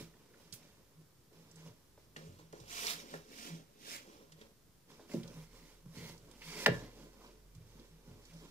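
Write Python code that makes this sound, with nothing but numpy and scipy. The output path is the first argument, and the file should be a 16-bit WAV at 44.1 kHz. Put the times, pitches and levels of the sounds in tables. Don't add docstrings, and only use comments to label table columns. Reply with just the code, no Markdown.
import sys
import numpy as np
from scipy import signal
from scipy.fft import rfft, irfft
from scipy.io import wavfile
from scipy.ndimage import uniform_filter1d, map_coordinates

SR = 44100
rng = np.random.default_rng(int(sys.argv[2]) if len(sys.argv) > 2 else 0)


def invert_db(x):
    u = np.asarray(x, float) / 20
    return 10 ** u


def generate_wav(signal):
    frames = np.transpose(np.atleast_2d(signal))
    scaled = np.clip(frames, -1, 1) * 32767
    pcm = np.round(scaled).astype(np.int16)
    wavfile.write(sys.argv[1], SR, pcm)


N = 374850
TIME = np.arange(N) / SR
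HZ = np.maximum(np.fft.rfftfreq(N, 1 / SR), 1)
SWELL_DB = 20


def unit(x):
    return x / np.sqrt(np.mean(x ** 2))


def curves(table):
    s, *columns = np.transpose(table)
    return [np.interp(TIME, s, column) for column in columns]


def gains(points):
    hz, db = np.transpose(points)
    return invert_db(np.interp(np.log(HZ), np.log(hz), db))


def colour(x, gain):
    return irfft(rfft(x) * gain, N)


def walk(rate):
    hold = int(SR / rate)
    steps = np.repeat(rng.standard_normal(N // hold + 1), hold)
    smooth = uniform_filter1d(uniform_filter1d(steps, hold), hold)
    return unit(smooth[:N])


def tone(hz):
    return np.sqrt(2) * np.sin(2 * np.pi * np.cumsum(hz) / SR)


def grit(per_s, scatter_db):
    slips = rng.random(N) < per_s / SR
    return slips * rng.standard_normal(N) * invert_db(scatter_db * rng.exponential(size=N))


def swells(s, db, rise_s, fade_s, held_s=0, share=1, rounded=1):
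    t = TIME[::64, None]
    before = np.maximum(s - t, 0) / np.maximum(rise_s, .003)
    after = np.maximum(t - s - held_s, 0) / np.maximum(fade_s, .003)
    each = invert_db(db - share * SWELL_DB * (before + after) ** rounded)
    return np.interp(TIME, t[:, 0], np.sqrt(np.sum(each ** 2, axis=1)) + 1e-9)


def add(track, s, sound):
    i = max(int(s * SR), 0)
    track[i:i + len(sound)] += sound[:N - i]


# f/Hz, level/dB (per Hz)
HISS_COLOUR = [(16, -31), (28, -7.5), (95, -3), (153, -1.5), (211, -9), (421, -9.5), (697, -20),
               (1070, -19.5), (1280, -21), (2560, -26), (5380, -24), (8460, -27.5), (14800, -27),
               (16000, -42.5)]
HISS_DB = -67
# t/s, level/dB
HUM = [(0.0, -65), (0.25, -85), (0.77, -79), (1.21, -97), (1.25, -92), (2.88, -65.5), (3.07, -76.5),
       (5.1, -82)]
# t/s, f/Hz, level/dB
ENGINE = [(5.15, 38.3, -77), (5.26, 38.2, -62), (5.85, 37, -66), (6.45, 37.2, -66), (6.8, 39, -57.5),
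          (7.15, 43.8, -68.5), (7.73, 43.4, -62), (8.07, 39.6, -65), (8.5, 39.4, -61.5)]


def floor():
    mid, side = rng.standard_normal((2, N))
    apart = np.array([[1], [-1]]) / (1 + (350 / HZ) ** 0.68)
    hiss = unit(colour(mid, gains(HISS_COLOUR)) + colour(side, gains(HISS_COLOUR) * apart))
    engine_hz, engine_db = curves(ENGINE)
    comes_in = np.clip(3 * (TIME - 4.85), 0, 1)
    engine = invert_db(engine_db + 1.5 * walk(9.7)) * tone(engine_hz) * comes_in
    hum_hz = 47.2 * (1 + .03 * walk(5.5))
    hum = invert_db(curves(HUM)[0] + 2.6 * walk(8.)) * tone(hum_hz)
    balance = invert_db(np.array([[-.7], [.7]]))
    return balance * (invert_db(HISS_DB) * hiss + engine + hum)


def patchy(x, low_hz, count, patchy_db):
    out = 0
    for hz in low_hz * 2 ** (np.arange(count) / 2):
        band = np.clip(1 - 2 * np.abs(np.log2(HZ / hz)), 0, 1)
        out = out + invert_db(patchy_db * walk(35.)) * colour(x, band)
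    return out


# f/Hz, t60/s (time to fade 60 dB when rubbed; a flick rings 2.1 times as long)
WIRES = [(2330, .03), (3300, .02), (3720, .04), (5450, .04), (6300, .02), (7250, .03)]


def wires(slips):
    out = 0
    for hz, t60 in WIRES:
        resonance = 1 / (1 + 1j * (HZ - hz) * .9 * t60)
        out = out + invert_db(4.0 * walk(12.)) * colour(slips, resonance) * np.sqrt(t60)
    return unit(out)


# t/s of the peak,
# rustle level/dB, drag on the wood level/dB, swell/s and fade/s by SWELL_DB
STROKES = [(0.0, -56, -59, .01, 0.09), (0.17, -69.5, -62.5, -0.1, -0.38), (0.29, -75, -67, 1, 0.5),
           (0.41, -69, -67, 0.1, 0.15), (0.56, -71, -67.5, 0, 0.5), (0.63, -72.5, -69.5, 0.3, 0.2),
           (0.77, -80, -70, -0.8, 0.1), (1.015, -77, -64.5, 0.03, 0.03), (1.33, -71.5, -68, -0.06, 0.75),
           (1.4, -79, -69, 0.1, 0.4), (1.569, -67, -61, -0.04, 0.25), (1.67, -64, -60.5, 0.06, 0.06),
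           (1.975, -75.5, -71, -0.15, 0.2), (2.19, -65.5, -59.5, 0.05, 0.35), (2.26, -90, -62, -0.55, 0.1),
           (2.389, -65, -59.5, -0.01, 0.07), (2.529, -67, -60.5, -0.4, 1), (2.725, -49.5, -63, 0.06, .15),
           (2.79, -44.5, -62, 0.0921, 0.21), (2.85, -43.5, -58, 0.0925, 0.11),
           (2.904, -42.5, -53.5, 0.0942, 0.0875), (3.0, -55, -62, 0.04, .06),
           (3.06, -88.5, -57.5, 0.17, 0.06), (3.14, -56.5, -52.5, 0.13, 0.1), (3.3, -70, -71.5, 1.2, 0.7),
           (3.39, -54.5, -59.5, 0.12, 0.16), (3.47, -52.5, -60, 0.15, 0.09), (3.56, -63, -56, 0.3, 0.1),
           (3.88, -55.5, -62.5, 0.1, 0.09), (3.944, -47, -60, 0.13, 0.08), (4.11, -66, -62.5, 0.28, 0.26),
           (4.25, -76, -66, 1, .15), (4.412, -67, -61, 0.08, 0.13), (4.908, -66, -61.5, 0.04, 0.2),
           (5.0, -71, -62.5, -0.02, 0.3), (5.118, -59, -54, 0.045, 0.18), (5.242, -69, -55.5, -0.13, 0.23),
           (5.35, -65.5, -61.5, 0.16, 0.17), (5.44, -65.5, -72, 0.24, 0.04), (5.56, -66, -63, 0.1, .2),
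           (5.7, -68.5, -64, .15, 0.16), (5.861, -67, -59, -0.5, 0), (5.975, -60, -63, 0.06, 0.21),
           (6.09, -57.5, -53.5, 0.2051, 0.09), (6.33, -68.5, -63.5, 0.3, 0.55),
           (6.5, -54, -57.5, 0.1155, 0.1845), (6.649, -48, -48, 0.2076, -0.0235),
           (6.72, -62, -46, 0.09, 0.17), (6.754, -60.5, -56.5, 0.25, 0.27), (7.0, -65, -57.5, 0.14, 0.21),
           (7.13, -73, -63, -0.9, 0.36), (7.25, -67.5, -62, 0.14, 0.21), (7.792, -70.5, -66, 0.44, 0.36),
           (8.092, -71.5, -63, 0.12, 0.4), (8.26, -68.5, -69.5, 0.14, 2.5), (8.35, -70, -65.5, .08, 3.5),
           (8.46, -70, -59.5, 0.08, -0.1)]
# f/Hz, level/dB (per Hz)
RUSTLE = [(410, -34), (700, -3.5), (777, -15.5), (958, -6), (1280, -5.5), (1750, -4), (2130, -2.5),
          (2400, -3.5), (2800, -1), (3550, -3.5), (5470, -3), (8100, -14.5), (14600, -22), (16000, -18)]
# t/s, level/dB
BRIGHT = [(0, 3), (4.8, -0.1), (5.1, 3.5), (5.8, 5.5), (6.6, 2), (8.5, 2)]
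WIRES_DB = -10.5
# (time to fade 60 dB when free
CAGE = [(92, -0.5, 0.39), (115.7, -3.5, 0.56), (132.6, 3.5, 0.26), (171, 4.5, 0.27), (230.3, 2, .22),
        (278, 2, 0.067), (338.7, -4, 0.31), (369, -4, 0.17), (430, 1.5, 0.12), (484, -0.5, 0.09),
        (521, -6.5, 0.17), (566, -2, 0.076), (655.6, -10, .15), (750, -9.5, 0.064), (862, -7.5, 0.066),
        (929, -8, 0.053), (1014, -1, 0.043), (1240, -8, 0.037), (1430, -2.5, 0.091), (1638, -11, 0.24),
        (1750, -7, 0.27), (1870, -15, 0.13), (1790, 4, 0.054), (1930, 6.5, 0.033), (2170, -9.5, .09),
        (2290, -8, 0.082), (2400, -5, 0.075), (2640, 1, 0.036), (2840, 4.5, 0.071)]


def rubbing():
    s, rustle_db, drag_db, rise_s, fade_s = np.transpose(STROKES)
    rounded = 1.415
    treble_db = rustle_db - 6.5 + 0.13 * (rustle_db + 53)
    slips = grit(20000., scatter_db=1.2) * invert_db(.6 * walk(60.))
    slips = patchy(slips, 500., count=11, patchy_db=.7)
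    upper = 1 / (1 + (8000 / HZ) ** 6)
    body = unit(colour(slips, gains(RUSTLE) * (1 - upper)))
    treble = unit(colour(slips, gains(RUSTLE) * upper))

    pull_band = 1 / (1 + (HZ / 700) ** 2) / (1 + (190 / HZ) ** 4)
    pull = colour(grit(4000., scatter_db=2.0), pull_band)
    drag = 0
    for hz, db, t60 in CAGE:
        if 200 < hz < 1700:
            resonance = 1 / (1 + 1j * (HZ - hz) * 0.44 * t60)
            drag = drag + invert_db(db + 3.25 * walk(25.)) * colour(pull, resonance)

    rustle = swells(s, rustle_db, rise_s, fade_s, rounded=rounded) * (body + invert_db(WIRES_DB) * wires(slips))
    top = swells(s, treble_db, rise_s, fade_s, rounded=rounded) * invert_db(curves(BRIGHT)[0]) * treble
    drag = swells(s, drag_db, rise_s, fade_s, share=0.98, rounded=rounded) * unit(drag)
    return rustle + top + drag


# t/s of the peak, level/dB (before a random wander)
SHAKES = [(0.02, -54), (.1, -61.5), (.46, -69), (.63, -66.5), (1.0, -57.5), (1.4, -58.5), (1.58, -54),
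          (1.67, -54.5), (2.2, -54.5), (2.27, -54), (2.36, -63), (2.45, -59.5), (2.54, -62), (2.63, -65),
          (2.95, -56.5), (3.16, -52), (3.539, -47.5), (3.6, -57), (3.83, -70), (4.34, -58.5), (4.93, -62),
          (5.171, -42.5), (5.25, -57), (5.39, -47), (5.43, -56.5), (5.63, -63.5), (5.875, -55),
          (5.905, -55), (6.05, -55), (6.11, -50.5), (6.26, -66), (6.49, -53.5), (6.58, -55), (7.04, -59),
          (7.34, -64.5), (7.57, -56.5), (7.79, -67.5), (7.94, -62), (8.36, -51.5), (8.45, -65.5)]


def panel():
    s, db = np.transpose(SHAKES)
    shaken = swells(s, db, rise_s=0.058, fade_s=0.072, rounded=1.3)
    hum_hz = 160.7 * (1 + .015 * walk(14.))
    return shaken * invert_db(2.9 * walk(30.)) * tone(hum_hz)


# t/s, peak level/dB, f/Hz that the struck spot favours, spread/octaves,
# share of the free ring time
BUMPS = [(0.001, -38, 264, 1.03, .65), (0.138, -58, 1290, 1.16, 0.43), (0.522, -50.5, 129, 0.61, 0.22),
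         (1.313, -54, 479, 0.78, 0.83), (1.508, -54, 350, 0.9, .3), (1.686, -52.5, 111, 0.24, 0.25),
         (1.977, -52.5, 690, 0.48, 0.12), (2.162, -36, 1310, 1.6, 0.58), (2.274, -50, 98, 0.29, 1.1),
         (2.53, -41.5, 650, 0.8, 0.45), (2.598, -50.5, 118, 0.38, 0.79), (3.139, -33.5, 810, 0.7, 0.17),
         (4.076, -49, 400, .7, .15), (4.413, -51.5, 420, 0.38, .4), (4.994, -51, 704, 0.58, 0.32),
         (5.094, -51, 1010, 1.4, 0.61), (5.137, -23, 317, 0.64, 0.74), (5.138, -32.5, 542, 0.22, 0.71),
         (5.164, -34.5, 188, 0.52, 2), (5.856, -42.5, 164, 0.26, 0.59), (5.965, -41.5, 165, 0.97, 3),
         (6.66, -12, 2050, 0.32, 0.2), (6.662, -17.5, 862, 0.56, 0.43), (6.663, -24.5, 1740, 0.12, 1.4),
         (6.742, -41, 1650, .3, .8), (6.665, -21, 1757, .3, .4), (6.676, -21, 535, 0.37, .8),
         (6.664, -30, 249, 0.33, 0.38), (6.682, -27, 151, 0.49, 1.05), (7.556, -50, 105, 0.13, 1.43),
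         (7.748, -52, 205.6, 0.57, 0.89), (7.79, -49, 296, 0.43, 0.58), (8.072, -47, 174, 0.73, .74),
         (8.094, -51, 103.7, 0.31, 1.3)]


def bumps():
    out, t = np.zeros(N), TIME[:SR // 2]
    hz, db, t60 = np.transpose(CAGE)[:, :, None]
    sign = (-1) ** np.arange(len(CAGE))[:, None]
    swings = invert_db(db) * np.sin(2 * np.pi * hz * t) * sign
    for s, peak_db, spot_hz, octaves, free in BUMPS:
        rise_ms = 1000 * 0.53 / spot_hz * (1 + (118 / spot_hz) ** 4)
        share = np.exp(-.5 * (np.log2(hz / spot_hz) / max(octaves, .1)) ** 2)
        fade = invert_db(-60 * t / (t60 * max(free, .05)))
        ring = np.sum(share * swings * fade, axis=0)
        ring *= 1 - np.exp(-1000 * t / max(rise_ms, .05))
        add(out, s, invert_db(peak_db) * ring / np.abs(ring).max())
    return out


# t/s, peak level/dB, f/Hz, width/octaves, t60/s (time to fade 60 dB)
TICKS = [(.338, -58, 1600, .5, .05), (0.524, -35.5, 5600, 1.23, 0.046), (.534, -38, 7000, 3.7, 0.048),
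         (.544, -46.5, 7000, 2.5, 0.14), (1.5125, -51, 6200, 0.63, 0.023), (1.5564, -50, 6240, .99, .045),
         (2.163, -38.5, 2560, 2.2, 0.06), (2.5258, -48, 3580, 2.4, 0.014), (2.6, -46.5, 4690, 1.2, 0.035),
         (2.868, -21.5, 3200, 1.8, 0.01), (2.878, -30, 2780, 0.66, 0.041), (4.319, -47, 2830, 2.5, 0.053),
         (4.4123, -46.5, 2090, 1.8, .041), (5.113, -50.5, 2160, .25, 0.08), (5.1344, -45, 4500, 1.3, .03),
         (5.2315, -43.5, 3260, 1.14, 0.022), (5.276, -45, 4570, 1, 0.026), (6.1769, -52, 5570, 1.1, 0.03),
         (6.312, -46, 5500, 1.6, 0.027), (6.4185, -42.5, 2270, .6, 0.032), (6.66, -16, 3380, 1.12, 0.024),
         (6.661, -31.5, 7000, 2.7, 0.053), (7.5475, -54, 4510, 1.7, 0.055), (7.7947, -53, 3970, 0.94, .047),
         (8.251, -51.5, 5440, 0.81, 0.04), (8.334, -53, 5330, 1, .051)]


def ticks():
    out, t = np.zeros(N), TIME[:SR // 4]
    for s, peak_db, hz, octaves, t60 in TICKS:
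        noise = rng.standard_normal(len(t))
        reach = 2 ** (max(octaves, .2) / 2)
        edges = [hz / reach, min(hz * reach, .45 * SR)]
        band = signal.butter(2, edges, "band", fs=SR, output="sos")
        shape = (1 - np.exp(-t / 0.0027)) * invert_db(-60 * t / max(t60, .005))
        tick = signal.sosfilt(band, noise) * shape
        add(out, s, invert_db(peak_db) * tick / np.abs(tick).max())
    return out


# t/s, peak level/dB
PLUCKS = [(2.988, -42)]


def plucks():
    out, t = np.zeros(N), TIME[:SR // 4]
    ring = sum(np.sin(2 * np.pi * hz * t) * invert_db(-60 * t / (2.1 * t60)) for hz, t60 in WIRES)
    ring = ring * (1 - np.exp(-t / .002))
    for s, peak_db in PLUCKS:
        add(out, s, invert_db(peak_db) * ring / np.abs(ring).max())
    return out


# f/Hz (each slide shifts it by its pitch share), width/Hz, level/dB
DISH = [(947, 90, 4), (2172, 280, 7), (3100, 1200, -5), (4560, 400, 4), (5750, 830, -8)]
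# t/s of the peak, level/dB, swell/s and fade/s by SWELL_DB
# (anything under .003 counts as .003), held/s, pitch as a share of the DISH frequencies
SLIDES = [(5.54, -71, 0.3, 0.1, 0.18, .97), (5.965, -59, .02, 0.08, 0.13, .96),
          (6.41, -59, -0.02, 0.32, .08, 1), (6.5, -54.5, .03, 0.03, 0.07, 1.03),
          (6.585, -52, 0.01, 0.01, 0.07, .95), (6.84, -64.5, 0.16, .1, 0.025, .92),
          (7.0, -74, -0.3, 0.3, .01, 1.03), (7.26, -71.5, 0, .03, .01, 1.02)]


def dish():
    out, slips = 0, grit(8000., scatter_db=1.0)
    for *gesture, pitch in SLIDES:
        hollow = sum(invert_db(db) / (1 + (2 * (HZ - pitch * hz) / width) ** 2) for hz, width, db in DISH)
        out = out + swells(*np.transpose([gesture])) * unit(colour(slips, hollow))
    return out


def lagged(x, late_ms):
    return map_coordinates(x, [np.arange(N) - late_ms * SR / 1000], order=3)


# t/s, lateness/ms at the left port (negative = early)
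LATE = [(0, 0.071), (1.9, 0.13), (2.1, -.33), (3.3, -0.34), (3.9, -.42), (4.4, -0.29), (4.7, 0.072),
        (8.5, 0.13)]
# f/Hz, left minus right level/dB
SHADE = [(60, -2), (700, -1), (1300, -3), (2400, 3), (4400, -6), (8100, -10.5), (15000, -9)]


def ports(rubbed, rung):
    x, late_ms = rubbed + rung, curves(LATE)[0]
    shifted = lagged(rung, late_ms) + lagged(rubbed, late_ms + 0.05 * walk(140.))
    t = TIME[:SR // 2]
    scatter = rfft(rng.standard_normal(len(t)) * invert_db(-60 * t / 0.066), N)
    scatter = scatter / np.sqrt(uniform_filter1d(np.abs(scatter) ** 2, size=8000))
    high = 1 / (1 + (4500 / HZ) ** 4)
    left = colour(shifted, gains(SHADE) * (1 - high + high * scatter))
    direct = colour(np.array([left, x]), 2 / (1 + gains(SHADE)))

    room_t60_s, room_db = 0.24, -8.5
    mid, side = rng.standard_normal((2, len(t))) * invert_db(-60 * t / room_t60_s) * (t > .004)
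    apart = np.array([[1], [-1]]) / (1 + (280 / HZ) ** 1.1)
    tail = rfft(mid, N) / (1 + (300 / HZ) ** 4) + apart * rfft(side, N)
    duller = 1 / np.sqrt(1 + (HZ / 2600) ** 2)
    tail = tail * duller / np.sqrt(np.sum(mid ** 2))
    return direct + invert_db(room_db) * colour(x, tail)


def scene():
    rung = panel() + bumps() + ticks() + plucks() + dish()
    return ports(rubbing(), rung) + floor()


def roll_off(x):
    return signal.sosfilt(signal.butter(12, 16650, fs=SR, output="sos"), x)


def record(dry):
    low_pass = signal.ellip(10, .2, 60, 15570, fs=SR, output="sos")
    cut = signal.sosfilt(low_pass, dry)
    return roll_off(cut - .0002)


dry = scene()
out = record(dry)
generate_wav(out)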